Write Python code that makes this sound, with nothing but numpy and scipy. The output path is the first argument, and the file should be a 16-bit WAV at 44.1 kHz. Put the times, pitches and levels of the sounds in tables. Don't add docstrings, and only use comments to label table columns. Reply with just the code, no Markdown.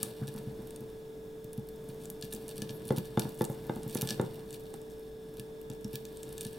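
import sys
import numpy as np
from scipy import signal
from scipy.fft import rfft, irfft
from scipy.io import wavfile
from scipy.ndimage import uniform_filter1d

SR = 44100
rng = np.random.default_rng(int(sys.argv[2]) if len(sys.argv) > 2 else 0)


def magnitude_from_level(level_db):
    exponent = np.asarray(level_db, float) / 20
    return 10 ** exponent


def waveform_to_disk(signal):
    frames = np.transpose(np.atleast_2d(signal))
    scaled = np.clip(frames, -1, 1) * 32767
    samples = np.round(scaled).astype(np.int16)
    wavfile.write(sys.argv[1], SR, samples)


N = 290178

# (frequency [Hz], level [dB], t60 [s])
TABLE_MODES = [(138.2, -8, 0.14), (165, -6.5, 0.064), (205, -6.5, 0.1), (312, -8, 0.039)]
# (frequency [Hz], level [dB], t60 [s])
BOARD_MODES = [(342, 9, 0.027), (498.5, 9.5, 0.017), (568, 7, 0.013), (735, -1, 0.03), (865, 2.5, 0.027),
               (1060, -4.5, 0.0091), (1444, -1, 0.013), (1736, -8, 0.023), (2046, -10.5, 0.022),
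               (2760, -15, 0.014), (3600, -8.5, 0.033)]
# (frequency [Hz], side minus mid [dB])
STEREO_WIDTH = [(60, -30), (110, -12.5), (200, -15), (380, -1.5), (700, -2.5), (1290, -0.5), (2380, -2),
                (4400, -5), (8120, -18), (15000, -76)]
# (time [s], length [s], flake level [dB], crumb level [dB re flakes])
BITE_RUNS = [(.272, .016, -41.5, -2.5), (0.362, .025, -46.5, -5), (1.889, 0.0025, -43, -16),
             (2.001, 0.053, -52, -7), (2.212, .05, -44.5, -6), (2.309, .06, -45, -6),
             (2.481, .038, -46, -12), (2.558, .024, -42, -9), (2.628, .006, -42, -8),
             (2.69, .018, -45.5, -3), (2.853, .025, -47, -8), (2.963, .022, -39.5, -4),
             (3.055, 0.0051, -39, 0.5), (3.31, .035, -55, -21), (3.376, .034, -47.5, -9),
             (3.491, .06, -51, -17), (3.879, 0.1, -41, -19), (3.964, .018, -39, -3),
             (4.055, .006, -47, -11), (4.125, .006, -46, 0), (4.249, .015, -54, -1),
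             (4.528, 0.025, -40.5, -6.5), (4.597, .01, -50, -12), (4.736, .003, -50, -10),
             (4.9, .02, -53, -5), (5.37, .003, -48, -2), (5.715, .035, -53.5, -2),
             (5.931, .003, -38.5, -8.5), (6.416, 0.041, -44.5, -8), (6.467, .006, -40.5, -2)]
# (time [s], level [dB], hardness [dB rel], rebound delay [s], rebound level [dB])
BOARD_STROKES = [
    (2.902, -18, -11, 0.072, -24),
    (3.17, -20, -7, 0.078, -25),
    (3.406, -20.5, -7.5, .088, -25.5),
    (3.692, -26, -5.5, .068, -26.5),
    (3.950, -26.5, -8, .073, -24),
    (4.193, -21, -7, .04, -30),
]


def level(x, db):
    return x * magnitude_from_level(db) / np.sqrt(np.mean(x ** 2))


def peak(x, hz, width):
    return signal.lfilter(*signal.iirpeak(hz, hz / width, fs=SR), x)


def body(x, peaks):
    return sum((-1) ** k * magnitude_from_level(db) * peak(x, hz, width) for k, (hz, width, db) in enumerate(peaks))


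def ring(x, hz, t60):
    pole = np.exp(2j * np.pi * hz / SR - np.log(1000) / (t60 * SR))
    return signal.lfilter([1], [1, -pole], x).imag


def colour(x, points):
    hz, db = np.transpose(points)
    f = np.maximum(np.fft.rfftfreq(N, 1 / SR), 1)
    return irfft(rfft(x) * magnitude_from_level(np.interp(np.log(f), np.log(hz), db)), N)


def walk(rate):
    k = int(SR / rate)
    held = np.repeat(rng.standard_normal(N // k + 1), k)
    return uniform_filter1d(uniform_filter1d(held, k), k)[:N]


def add(out, s, x):
    i = int(s * SR)
    out[i:i + len(x)] += x[:N - i]


def background():
    # (frequency [Hz], level [dB rms])
    motor_lines = [(301.5, -60.5), (398.4, -60.5), (441.4, -46.5), (489.9, -88), (597.5, -70), (899.0, -75),
                   (1669, -75.5), (3483, -76.5), (3725, -81.5), (5276, -93)]
    # (frequency [Hz], density [dB per Hz])
    air_spectrum = [(20, -8), (60, -17.5), (150, -4.5), (300, -8.5), (357, -13.5), (434, -9.5), (542, -15),
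                    (900, -24), (1220, -29.5), (1910, -34), (4180, -38), (9000, -38), (16000, -38),
                    (20000, -65)]
    # (frequency [Hz], width [Hz], level [dB rms])
    fan_bands = [(52.8, 15, -61), (3530, 590, -75), (1580, 250, -80), (5300, 99, -79)]
    t = np.arange(N) / SR
    mid = level(colour(rng.standard_normal(N), air_spectrum), -51.5) * magnitude_from_level(2.5 * walk(3.38))
    for hz, width, db in fan_bands:
        mid = mid + level(peak(peak(rng.standard_normal(N), hz, width), hz, width), db)
    side = colour(np.roll(mid, N // 3), STEREO_WIDTH)
    for hz, db in motor_lines:
        waver = np.cumsum(walk(6)) / SR * 0.001933 * hz
        tone = np.sin(2 * np.pi * (hz * t + waver + rng.random()))
        mid = mid + np.sqrt(2) * magnitude_from_level(db + 0.21 * walk(14)) * tone
    return np.array([mid + side, mid - side])


def room(x):
    t60_s, onset_s, room_db = 0.3, 0.00082, -16
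    t = np.arange(SR // 2) / SR
    tails = rng.standard_normal((2, len(t))) * magnitude_from_level(-60 * t / t60_s) * np.minimum(t / onset_s, 1)
    mid, side = (signal.fftconvolve(x, tail / np.sqrt(np.sum(tail ** 2)))[:N] for tail in tails)
    side = magnitude_from_level(8.5) * colour(side, STEREO_WIDTH)
    return magnitude_from_level(room_db) * np.array([mid + side, mid - side])


def rumble(db):
    shake = rng.standard_normal(N) * magnitude_from_level(3 * walk(30))
    table, board = (sum(magnitude_from_level(d) * ring(shake, f, t) for f, d, t in modes)
                    for modes in (TABLE_MODES, BOARD_MODES))
    return (level(table, -5.5) + level(board, -12.5)) * magnitude_from_level(db)


def blows():
    # (time [s], peak level [dB], hardness [dB rel], favoured table pitch [Hz])
    board_nudges = [(.025, -29.5, -14, 176), (.213, -23, -18, 148), (.278, -31.5, -21, 143),
                    (0.346, -31, -14.5, 199), (.394, -42, -21, 143), (.467, -28.5, -36.5, 140),
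                    (0.586, -28.5, -18.5, 324), (.809, -35.5, -15.5, 143), (1.442, -34.5, -38, 152),
                    (1.577, -27, -22, 165), (1.887, -37, -34, 144), (2.232, -36.5, -26, 129),
                    (2.336, -32, -14.5, 328), (2.587, -30.5, -19, 288), (2.617, -29.5, -19, 186),
                    (2.696, -28, -18, 133), (2.853, -34, -22, 208), (3.858, -29, -21, 146),
                    (4.108, -32, -11.5, 205), (4.736, -42.5, -4, 322), (5.39, -35, -25.5, 160),
                    (5.696, -31.5, -17, 154), (5.845, -30.5, -18, 206), (5.932, -30.5, -17.5, 136),
                    (6.454, -30.5, -29, 198)]
    strokes = [(s, db, hard_db, 176.5) for s, db, hard_db, *_ in BOARD_STROKES]
    rebounds = [(s + after, db, -13.5, 158) for s, *_, after, db in BOARD_STROKES]
    return strokes + rebounds + list(board_nudges)


def knocks():
    lag_cycles, board_lag_s = 0.45, 0.00298
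    chatter_db, chatter_t60_s = -33.5, 0.22
    out, silence, time = np.zeros(N), np.zeros(8192), np.arange(8192) / SR
    push, edge = (np.r_[w / w.sum(), silence][:8192] for w in (np.hanning(60), np.hanning(9)))
    for s, db, hard_db, hz in blows():
        weight = magnitude_from_level(1.5 * rng.standard_normal(16))
        detune = 1 + .025 * rng.standard_normal(16)
        rattle = uniform_filter1d(rng.standard_normal(8192), size=10)
        chatter = rattle * magnitude_from_level(chatter_db - 60 * time / chatter_t60_s)
        table_push = push + 0.55 * chatter
        for k, (f, d, t) in enumerate(TABLE_MODES):
            favour_db = 5 * np.exp(-(np.log(f / hz) / 0.18) ** 2)
            gain = magnitude_from_level(db + d + favour_db + 1.0) * weight[k]
            add(out, s + lag_cycles / f, gain * ring(table_push, f, t))
        board_blow = magnitude_from_level(min(hard_db + 9, 0)) * edge + magnitude_from_level(1.5) * chatter
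        for k, (f, d, t) in enumerate(BOARD_MODES):
            gain = (-1) ** k * magnitude_from_level(db + hard_db + d - 1.0) * weight[k + 5]
            add(out, s + board_lag_s + lag_cycles / f, gain * ring(board_blow, f * detune[k], t))
    return out


def slides():
    # (time [s], length [s], frequency [Hz], width [Hz], level [dB])
    blade_rubs = [
        (.217, .03, 1450, 600, -53),
        (.351, .055, 1200, 900, -58.5),
        (.017, .041, 1200, 195, -54),
        (2.71, .088, 12200, 3000, -56),
        (5.842, .0087, 5550, 500, -47),
    ]
    out = np.zeros(N)
    for s, length, hz, width, db in blade_rubs:
        swell = np.hanning(int(length * SR))
        hiss = peak(peak(rng.standard_normal(len(swell)), hz, width), hz, width)
        add(out, s, level(hiss, db) * swell)
    return out


def grind_db(saw_db):
    bite_db, tail_s = -15.5, 0.025
    power = magnitude_from_level(2 * saw_db)
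    for s, length, db, _ in BITE_RUNS:
        add(power, s, magnitude_from_level(2 * (db + bite_db)) * np.hanning(int((length + tail_s) * SR)))
    return 10 * np.log10(power)


def swarm(db, rate=1500, spread_db=2.5):
    size_db = spread_db * rng.exponential(size=N) + 2 * walk(45)
    hits = (rng.random(N) < rate / SR) * magnitude_from_level(size_db)
    decay = magnitude_from_level(-60 / (0.012 * SR))
    shower = signal.lfilter([1], [1, -decay], hits ** 2) ** .5
    return level(shower * rng.standard_normal(N), 0) * magnitude_from_level(db)


def fracture(t60, settle_db, settle_t60):
    t = np.arange(4096) / SR
    x = rng.standard_normal(4096) * (magnitude_from_level(-60 * t / t60) + magnitude_from_level(settle_db - 60 * t / settle_t60))
    x[0] = 8.5
    return x


def breaks():
    # (time [s], thick crumb level [dB], thin flake level [dB], flake pitch [Hz])
    crust_cracks = [(.03, -33.5, -21, 9300), (2.101, -50, -34, 11500), (2.2243, -34, -42, 5600),
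                    (2.3274, -46, -34, 11600), (2.336, -49, -34, 9900), (2.4915, -46, -39, 8750),
                    (2.5801, -45, -39, 8400), (2.6195, -33, -36.5, 9030), (2.6933, -39, -53, 5300),
                    (2.8894, -42, -42, 9600), (2.9836, -38, -34, 15200), (3.195, -31, -25, 11100),
                    (3.2195, -37.5, -50.5, 6700), (3.4188, -39, -34.5, 11700), (3.4419, -43, -37, 10900),
                    (3.4506, -43, -33, 8300), (2.8804, -58, -40, 9800), (3.9487, -44, -28.5, 11700),
                    (3.9714, -41.5, -37, 9900), (4.0117, -33, -29, 11700), (4.019, -34, -25.5, 11700),
                    (4.0735, -35, -34, 8160), (4.0892, -29.5, -36, 9100), (4.097, -34, -38, 13400),
                    (4.1062, -25, -31.5, 8400), (5.3966, -41, -37.5, 11400), (5.9555, -36, -30.5, 15800),
                    (6.38, -42.5, -36, 7600), (6.4092, -38.5, -31.5, 8730), (6.45, -39.5, -37, 9000)]
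    # (time [s], level [dB], pitch [Hz])
    flake_ticks = [(0.34, -46, 10100), (.6726, -46.5, 11700), (.707, -45, 8800), (0.7608, -43, 8600),
                   (0.8065, -49.5, 12900), (1.4438, -46, 13400), (1.5315, -41, 10840), (1.5772, -47, 11700),
                   (1.6878, -43, 13900), (2.923, -44.5, 11700), (3.292, -43, 14300), (3.351, -48, 15300),
                   (3.6684, -47, 14400), (3.7594, -46, 11300), (3.8322, -44, 8400), (4.2138, -40.5, 8500),
                   (4.3437, -48.5, 14100), (4.507, -43, 8250), (2.0555, -43, 7500), (4.74, -44.5, 8700),
                   (4.8157, -50.5, 7760), (5.6142, -48, 12600), (5.7, -40.5, 5300), (5.8448, -42, 5670),
                   (6.0524, -39, 5870), (6.1717, -45, 8750), (6.2314, -38, 7460), (6.2913, -46, 8950),
                   (6.3269, -42.5, 10800), (6.5303, -47, 8860)]
    stray_times = [4.7036, .433, .52, .621, .9004, 1.596, 1.6704, 1.7601, 1.8417, 1.9449, 2.424, 2.7689,
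                   3.0476, 3.2455, 3.64, 3.71, 4.637, 4.7615, 4.995, 4.522, 5.34, 5.81, 5.88, 5.91, 6.0063,
                   6.0677, 6.1255, 6.2523, 6.51]
    crumb_db, crumb_db_per_octave = -6, -3.5
    edge_lag_s, edge_db = .0035, -26
    stray_db, stray_hz = -55.5, 11500
    gap_s, scatter_db, flake_hz, flake_spread = .009, 3.5, 10800, .22
    rows = list(crust_cracks)
    for s, db, hz in flake_ticks:
        rows.append((s, db + crumb_db + crumb_db_per_octave * np.log2(hz / 5500), db, hz))
    rows += [(s + edge_lag_s, db + edge_db, db + edge_db - 2, 5700) for s, db, *_ in BOARD_STROKES]
    rows += [(s, stray_db + 2 * crumb_db, stray_db, stray_hz) for s in stray_times]
    for s, length, db, bite_crumb_db in BITE_RUNS:
        gap = gap_s * (.4 + 1.2 * rng.random(10))
        chance = rng.standard_normal((3, 10))
        after = np.cumsum(gap) - gap[0]
        size_db = db - 2.5 + scatter_db * chance[0] - 1e4 * np.maximum(after - length, 0)
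        hz = np.minimum(flake_hz * np.exp(flake_spread * chance[2]), 15500)
        rows += zip(s + after, size_db + bite_crumb_db + scatter_db * chance[1], size_db, hz)
    return rows


def snaps():
    settle_db = -20
    thick, thin = np.zeros(N), np.zeros(N)
    for s, thick_db, thin_db, hz in breaks():
        add(thick, s, magnitude_from_level(thick_db) * fracture(t60=.02, settle_db=settle_db, settle_t60=.2))
        flake = fracture(t60=.011, settle_db=settle_db, settle_t60=.18)
        add(thin, s, magnitude_from_level(thin_db) * (flake + 2.2 * peak(flake, hz, 1500)))
    return magnitude_from_level(-1.0) * thick, magnitude_from_level(-3.5) * thin


def scene():
    # (time [s], fine crackle level [dB], table rumble level [dB])
    saw_course = [(0, -51, -39.5), (.16, -62.5, -44.5), (.6, -68.5, -46), (1.3, -80, -62),
                  (2.0, -73, -54.5), (2.42, -63, -51), (2.67, -64, -47), (3.08, -64, -43.5),
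                  (3.24, -55, -37.5), (3.36, -66.5, -47), (3.8, -65, -41), (4.1, -51, -40),
                  (4.2, -63, -39.5), (4.62, -66.5, -48), (4.82, -71, -53), (5.75, -74, -53),
                  (5.95, -66.5, -52.5), (6.58, -59.5, -43.5)]
    # (frequency [Hz], width [Hz], level [dB])
    thick_modes = [(2815, 264, 5.5), (3614, 420, 7.5), (4460, 330, 7), (5650, 860, 4.5)]
    # (frequency [Hz], width [Hz], level [dB])
    thin_modes = [(6410, 2220, 2.5), (8400, 3270, 6.5), (9670, 2180, 7.5), (11700, 2190, 3.5),
                  (13840, 3050, 1), (16200, 1100, -3.5)]
    # (frequency [Hz], level [dB], t60 [s])
    blade_modes = [(1715, -36, 0.066), (2385, -32.5, 0.015)]
    s, *columns = np.transpose(saw_course)
    fine_db, table_db = (np.interp(np.arange(N) / SR, s, c) for c in columns)
    thick, thin = snaps()
    fine = magnitude_from_level(3.5) * swarm(grind_db(fine_db))
    thick, thin = thick + fine, thin + fine
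    blade = sum(magnitude_from_level(db) * ring(thick, hz, t60) for hz, db, t60 in blade_modes)
    radiation = signal.butter(4, 2200, "high", fs=SR, output="sos")
    crumbs = signal.sosfilt(radiation, body(thick, thick_modes) + body(thin, thin_modes))
    crust = crumbs + blade + slides()
    bass_cut = signal.butter(4, 122, "high", fs=SR, output="sos")
    wood = signal.sosfilt(bass_cut, knocks() + rumble(table_db))
    lean = .12 * walk(25)
    return crust * np.array([1 + lean, 1 - lean]) + wood + room(crust + wood) + background()


def roll_off(x):
    return signal.sosfilt(signal.butter(12, 16970, fs=SR, output="sos"), x)


def record(dry):
    top_cut = signal.ellip(8, .3, 40, 15900, fs=SR, output="sos")
    mix = signal.sosfilt(top_cut, dry)
    return roll_off(mix)


dry = scene()
out = record(dry)
waveform_to_disk(out)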